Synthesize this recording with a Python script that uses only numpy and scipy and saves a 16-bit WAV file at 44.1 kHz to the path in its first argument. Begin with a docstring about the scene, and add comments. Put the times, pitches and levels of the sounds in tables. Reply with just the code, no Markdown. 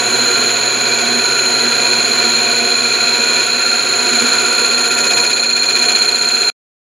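"""A lathe tool scrapes across a cast metal disc turning about 15 times a second; the sound is cut off at the end.
The tool rides over the waves it cut one turn earlier, so the scrape throbs with the spindle.
Two modes of the tool break into chatter: a squeal near 4 kHz and a whistle near 7 kHz.
Underneath, filtered noise makes the headstock rumble, sines make its gears whine, and the motor hums."""
import sys
import numpy as np
from scipy.fft import rfft, irfft, next_fast_len
from scipy.io import wavfile
from scipy.ndimage import uniform_filter1d, map_coordinates

SR = 44100
rng = np.random.default_rng(int(sys.argv[2]) if len(sys.argv) > 2 else 0)


def put_to_file(sound):
    """Save the sound as 16-bit audio at rate SR, in the file named by the first command-line argument."""
    columns = np.atleast_2d(sound).T  # one column per channel
    safe = np.clip(columns, -1, 1)
    whole_steps = np.round(safe * 32767)
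    wavfile.write(sys.argv[1], SR, whole_steps.astype(np.int16))


N = 304731  # samples in the whole sound


def amp(db):
    """Turn decibels into a gain."""
    return 10 ** (np.asarray(db) / 20)


def unit(x):
    """Scale a signal to an rms (average strength) of 1."""
    return x / np.sqrt(np.mean(np.abs(x) ** 2) + 1e-20)


def clock():
    """Seconds at each sample."""
    return np.arange(N) / SR


def along(points, hz):
    """Read a curve of (Hz, value) points on a log frequency axis."""
    point_hz, values = np.transpose(points)
    return np.interp(np.log(hz + 1), np.log(point_hz + 1), values)


def curves(rows):
    """Join timed rows with straight lines: one curve for each column after the time."""
    seconds, *columns = np.transpose(rows)
    return [np.interp(clock(), seconds, column) for column in columns]


def wobble(rate):
    """A smooth random curve through `rate` random points a second."""
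    points = rng.standard_normal(int(N * rate / SR) + 4)
    return map_coordinates(points, [np.arange(N) * rate / SR])


def swell(s, half_length_s, lift_db):
    """A smooth rise and fall in dB, highest at s seconds."""
    return lift_db * np.exp(-.5 * ((clock() - s) / half_length_s) ** 2)


# How hard the tool is fed into the face. Each row: time in seconds, load in dB about the usual.
LOAD = [(0.0, -0.15), (0.5, 0.5), (0.6, -0.8), (1.4, -0.26), (2.0, 0.8), (2.8, -0.6), (3.4, 1.3), (3.5, -2),
        (4.0, 0.1), (4.2, 1.8), (4.8, 0.7), (5.2, 2.5), (5.5, -3), (5.9, 1), (6.1, -1.8), (6.5, -1.2)]


def level(start_db, drift_db_per_s, follow):
    """Level in dB of a part that drifts steadily and follows the load."""
    return start_db + drift_db_per_s * clock() + follow * curves(LOAD)[0]


def filtered(x, response):
    """Shape the spectrum of x by a function of frequency."""
    size = next_fast_len(N + SR // 4)  # spare room so that the end does not wrap onto the start
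    spectrum = rfft(x, size) * response(np.fft.rfftfreq(size, 1 / SR))
    return irfft(spectrum, size)[..., :N]


def peak(offset_hz, width_hz):
    """Gain of a resonance with steep skirts, offset_hz from its centre."""
    return 1 / (1 + (offset_hz / width_hz) ** 2)


# How alike left and right are. Each row: frequency in Hz, likeness (1 is identical).
LIKENESS = [(40, .15), (90, .45), (190, .88), (240, .97), (290, .78), (400, .8), (1000, .67), (1900, .76),
            (2400, .9), (4000, .95), (10000, .99), (14000, .72)]


def body(pair, modes, bed=None):
    """Two unrelated forces ring a body's modes and noise bed; stereo whose middle has rms 1."""
    def response(hz):
        power = sum((amp(db) * peak(hz - centre, width)) ** 2 for centre, width, db in modes)
        if bed is not None:
            power = power + amp(along(bed, hz)) ** 2
        # the less alike the two ears, the more goes to the side signal
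        spread = np.arccos(np.clip(along(LIKENESS, hz), -1, 1)) / 2
        return np.sqrt(power) * np.array([np.cos(spread), np.sin(spread)])
    mid, side = filtered(pair, response)
    return np.array([mid + side, mid - side]) / np.std(mid)


# The motor's level. In order: dB at the start, drift in dB per second, dB per dB of load.
HUM_LAW = (-41, -1.5, .3)


def motor(hum_hz=120):
    """The motor's iron hums at twice the mains frequency, slowly easing off."""
    phase = 2 * np.pi * hum_hz * clock() + 0.11 * wobble(4.4)
    hum = unit(np.sin(phase))
    return amp(level(*HUM_LAW) + .7 * wobble(5.4)) * hum


# Resonances of the headstock casting. Each row: centre in Hz, width in Hz, relative dB.
CASTING = [(372, 24.4, -2.5), (422.5, 5.7, -1), (474, 20, -2.5), (544, 23, -7), (709.5, 15, -3),
           (728, 19, -7), (970.4, 12, -4), (1093, 8.9, -8.5)]
# Broad noise between those resonances. 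Each row: frequency in Hz, relative dB per Hz.
RUMBLE = [(20, -56), (45, -40), (70, -38.5), (90, -27.5), (135, -19), (170, -28.5), (220, -17), (330, -16),
          (600, -14), (1200, -15.5), (2000, -15), (5000, -66.5)]
# Gear whines. Each row: cycles per spindle turn, dB before the shared level and wobble.
GEARS = [(28, -42), (46, -37.5), (48, -44), (64, -44.5), (72, -41)]
# The cabinet's resonance. Each row: centre in Hz, width in Hz, relative dB.
CABINET = [(238.5, 10.5, 0)]
# Swells of the sheet-metal cabinet. Each row: peak time in seconds, half length in seconds, lift in dB.
BOOMS = [(1.85, 0.092, 2.5), (4.248, 0.078, 7.5)]
# Levels before trims. In order: dB at the start, drift in dB per second, dB per dB of load.
HEADSTOCK_LAW = (-22.5, -0.54, .9)
CABINET_LAW = (-32, -0.94, .7)


def headstock(turns):
    """Gear teeth rattle the casting, shake the cabinet and whine in step with the spindle."""
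    drive_db = level(*HEADSTOCK_LAW)
    rumble = amp(drive_db - 1.0) * body(rng.standard_normal((2, N)), CASTING, RUMBLE)
    boom_db = level(*CABINET_LAW) + sum(swell(*row) for row in BOOMS)
    boom = amp(boom_db) * body(rng.standard_normal((2, N)), CABINET)
    whine = 0
    for teeth, db in GEARS:
        gain = amp(db + 1.4 * wobble(6))
        whine = whine + gain * np.sin(2 * np.pi * teeth * turns + 0.5 * wobble(9))
    # the whine follows only the changes in drive, not its overall level
    return rumble + boom + amp(drive_db - drive_db.mean() + 3.0) * whine


TURN_SIZE = 2900  # points of surface around one turn
# How well the surface waves last. Each row: time in seconds, share that survives one turn.
MEMORY = [(0, 0.81), (1.5, 0.7), (3.4, 0.67), (3.9, 0.91), (6.5, .9)]


def groove(turns):
    """Two noises read off the turning face: each turn inherits part of the last turn's waves."""
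    waves = rng.standard_normal((2, int(turns[-1]) + 2, TURN_SIZE))
    kept = np.interp(np.arange(waves.shape[1]), turns, curves(MEMORY)[0])
    kept = np.clip(kept, 0, .98)
    for k in range(1, len(kept)):
        fresh = np.sqrt(1 - kept[k] ** 2)  # new roughness keeps the total strength steady
        waves[:, k] = kept[k] * waves[:, k - 1] + fresh * waves[:, k]
    return np.array([map_coordinates(w.ravel(), [turns * TURN_SIZE]) for w in waves])


# Wavy and smooth sectors of the face, met once a turn; each builds up and wears away.
# Each row: deepest time in seconds, half length in seconds, place in turns, half width in turns,
# then the dB lifts of scrape, squeal and whistle before limiting and evening out.
SECTORS = [(.6, .8, 0.2, 0.11, -1.5, 7.5, 5), (4.3, 1.1, 0.2, 0.031, -0.5, 7.5, 3.5),
           (5.16, 0.48, 0.34, 0.1, 7, -2, 4), (5.2, 1.5, .65, .05, 1, 0.5, 0.5),
           (4.9, 2.5, .75, .06, -0.5, 4.5, 3.5), (5.6, .7, 0.87, .085, -10.5, -9, -8),
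           (5.7, 1.1, 0.48, 0.045, 0.5, -6, -9), (6.1, .5, 0.24, .08, 0, 8.5, 11)]
# Smaller patches come and go: seconds between fresh patterns, then dB depth for scrape, squeal, whistle.
PATCH_LIFE_S, PATCH_DB = 0.4286, (-1.5, 1, 2.5)


def throbs(turns, reach_db=9, order=32, count=18):
    """Gains of scrape, squeal and whistle as sectors and `count` chance patches pass under the tool."""
    t = clock()
    coarse, angle = t[::order], turns[::order]  # worked out at every 32nd sample
    db = np.zeros((3, len(coarse)))
    for s, life, place, width, *lift_db in SECTORS:
        away = (angle - place + .5) % 1 - .5  # shortest way round the face, in turns
        shape = np.exp(-.5 * ((coarse - s) / life) ** 2 - .5 * (away / width) ** 2)
        db += np.outer(lift_db, shape)
    for part, face in enumerate(rng.standard_normal((3, order, count))):
        spot = [coarse / PATCH_LIFE_S, angle % 1 * count]
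        db[part] += PATCH_DB[part] * map_coordinates(face, spot, mode="grid-wrap")
    # lifts and dips level off smoothly at reach_db
    gain = amp(reach_db * np.tanh(db / reach_db))
    # evened out over about two turns, so the throb only shifts energy around
    gain = gain / np.sqrt(uniform_filter1d(gain ** 2, 2 * TURN_SIZE // order))
    return [np.interp(t, coarse, g) for g in gain]


def chatter(turns, pitch, throb, width_hz, limit):
    """A tool mode fed by its own waves; the swing levels off as the tip starts to leave the cut."""
    a, b = filtered(groove(turns), lambda hz: peak(hz, width_hz))
    swing = unit(throb * (a + 1j * b))
    swing = unit(swing / np.sqrt(1 + np.abs(swing / limit) ** 2))
    # shift the slow swing up to the pitch of the mode
    carrier = np.exp(2j * np.pi * np.cumsum(pitch) / SR)
    return unit(np.real(swing * carrier))


def slow_bursts(turns, depth, width_hz):
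    """Uneven force from slow surface waves, which partly return on the next turn."""
    slow = unit(filtered(groove(turns)[0], lambda hz: peak(hz, width_hz)))
    return unit(amp(depth * slow))


# Resonances of disc, tool holder, shank and tip. Each row: centre in Hz, width in Hz, relative dB.
DISC = [(1383.6, 15, 7), (1495, 140, -0.5), (1469, 48, 2.5), (1764, 13, -0.5)]
HOLDER = [(1995, 48, -10.5), (2384, 120, 0), (2479, 66, 1), (2676, 18, -2), (3350, 170, -8.5),
          (3800, 14, -16), (3857, 32, -5.5), (4526, 120, -6.5), (5164, 120, -15.5)]
SHANK = [(4243, 54, 4.5), (4256, 64, 3.5), (4330, 33, -7.5)]
TIP = [(6460, 200, -3.5), (6810, 150, 8), (6960, 29, 11), (7070, 39, 5.5), (9330, 200, -12),
       (10210, 120, -0.5), (12900, 350, -21.5), (14010, 110, -12)]
# Noise of the tearing chip, and its hiss at the tip. Each row: frequency in Hz, relative dB per Hz.
RASP = [(300, -53), (900, -30), (1300, -18), (1900, -12.5), (2200, -17.5), (2900, -11), (3700, -16),
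        (4800, -22), (6000, -23), (8000, -44.5), (15600, -79)]
HISS = [(4000, -45.5), (5700, -13.5), (6300, -11.5), (7800, -19.5), (10000, -13.5), (11500, -25.5),
        (14500, -28), (15600, -34.5)]
# Levels before trims. In order: dB at the start, dB per second as the tool moves across, dB per dB of load.
SCRAPE_LAW = (-21.5, -0.26, 1)
DISC_LAW = (-24, -.55, 0.73)
HOLDER_LAW = (-22, 0, .8)
WHISTLE_LAW = (-22.5, .04, 0.81)
# The disc rings most in one zone of the face: peak time in seconds, half length in seconds, lift in dB.
RINGING_ZONE = (4.45, 0.88, 3)
# Strength of the main chatter. Each row: time in seconds, level in dB before trims.
SQUEAL = [(0.0, -19.5), (1.9, -17.5), (2.1, -19.3), (2.2, -16.5), (3.2, -16.5), (3.6, -18), (4.8, -15.5),
          (5.0, -17), (5.9, -16.5), (6.0, -14.5), (6.2, -17.5), (6.5, -16)]
# Swells of the whistle. Each row: peak time in seconds, half length in seconds, lift in dB.
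WHISTLES = [(0, .3, 1), (6.2, .3, 1)]
# both chatter modes creep sharp during the cut
SQUEAL_HZ, SQUEAL_RISE_HZ_PER_S = 4126, 6.4
WHISTLE_HZ, WHISTLE_RISE_HZ_PER_S = 6805, 28


def cut(turns):
    """The tearing chip rasps and rings disc, holder, shank and tip; two modes of the tool break into chatter."""
    t = clock()
    scrape_db = level(*SCRAPE_LAW)
    disc_db = level(*DISC_LAW) + swell(*RINGING_ZONE)
    squeal_db, = curves(SQUEAL)
    whistle_db = level(*WHISTLE_LAW) + sum(swell(*row) for row in WHISTLES)
    squeal_hz = SQUEAL_HZ + SQUEAL_RISE_HZ_PER_S * t
    whistle_hz = WHISTLE_HZ + WHISTLE_RISE_HZ_PER_S * t
    # the tool's bite into the patches keeps varying
    bite = np.clip(1 + .15 * np.array([wobble(20), wobble(20), wobble(20)]), .5, 1.3)
    scrape_throb, squeal_throb, whistle_throb = np.array(throbs(turns)) ** bite
    # hard and soft spots in the casting roughen the force on all the rung parts together
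    grain = slow_bursts(turns, depth=0.93, width_hz=79)
    rasp = amp(scrape_db - 6.0) * scrape_throb ** 0.89 * body(groove(turns), [], RASP)
    disc = amp(disc_db) * scrape_throb ** .45 * body(groove(turns), DISC)
    # the holder flexes in bursts
    flex = slow_bursts(turns, depth=1.1, width_hz=44)
    holder = amp(level(*HOLDER_LAW)) * flex * scrape_throb * body(groove(turns), HOLDER)
    shank = amp(squeal_db - 5) * squeal_throb ** 0.5 * body(groove(turns), SHANK)
    tip_throb = whistle_throb ** 0.28 * scrape_throb ** 0.17
    tip = amp(whistle_db - 1.0) * tip_throb * body(groove(turns), TIP, HISS)
    squeal = amp(squeal_db - 0.2) * chatter(turns, squeal_hz, squeal_throb, width_hz=45.7, limit=2.0)
    whistle = amp(whistle_db - 3.5) * chatter(turns, whistle_hz, whistle_throb, width_hz=133, limit=2.9)
    return grain * (rasp + disc + holder + shank + tip) + squeal + whistle


# The spindle's speed. 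Each row: time in seconds, turns per second.
SPEED = [(0.0, 15.127), (0.9, 14.961), (1.8, 14.985), (2.8, 15.174), (3.3, 15.109), (4.0, 15.259),
         (4.8, 15.194), (5.4, 15.362), (6.05, 15.23), (6.5, 15.316)]
# Balance of the two sides. Each row: frequency in Hz, left minus right in dB.
LEAN = [(30, -2), (70, -5), (130, -6), (330, -9), (500, -7), (750, -4.5), (1150, -4), (1800, -2),
        (2700, -1), (4200, -1.6), (6500, 0), (10000, 0), (14000, 1.3)]
# Timing of the two sides. Each row: frequency in Hz, radians by which left leads.
LEAD = [(90, 0), (120, -1), (150, 0), (260, 0), (690, .7), (1000, .45), (1800, .2), (2500, -.25),
        (3200, .05), (5500, 0), (7000, .3), (8000, 0)]
# The cut-off at the end. Each row: time in seconds, gain in dB.
CUT_OFF = [(6.5, 0), (6.503, -31), (6.518, -33), (6.53, -70), (6.54, -160)]


def scene():
    """The machine's low sounds lean to the right; the sound is cut off at the end."""
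    turns = np.cumsum(curves(SPEED)[0]) / SR
    lathe = motor() + headstock(turns) + cut(turns)
    sides = np.array([[.5], [-.5]])  # left and right each take half of the difference

    def placing(hz):
        return amp(sides * along(LEAN, hz)) * np.exp(1j * sides * along(LEAD, hz))
    return filtered(lathe, placing) * amp(curves(CUT_OFF)[0])


TOP_HZ = 15600  # middle of the slope where the treble ends


def record(dry):
    """Peaks round off at full scale; nothing is kept above the band limit."""
    rounded = dry / (1 + dry ** 8) ** (1 / 8)
    return filtered(rounded, lambda hz: np.clip((TOP_HZ - hz) / 200 + .5, 0, 1))


dry = scene()
out = record(dry)
put_to_file(out)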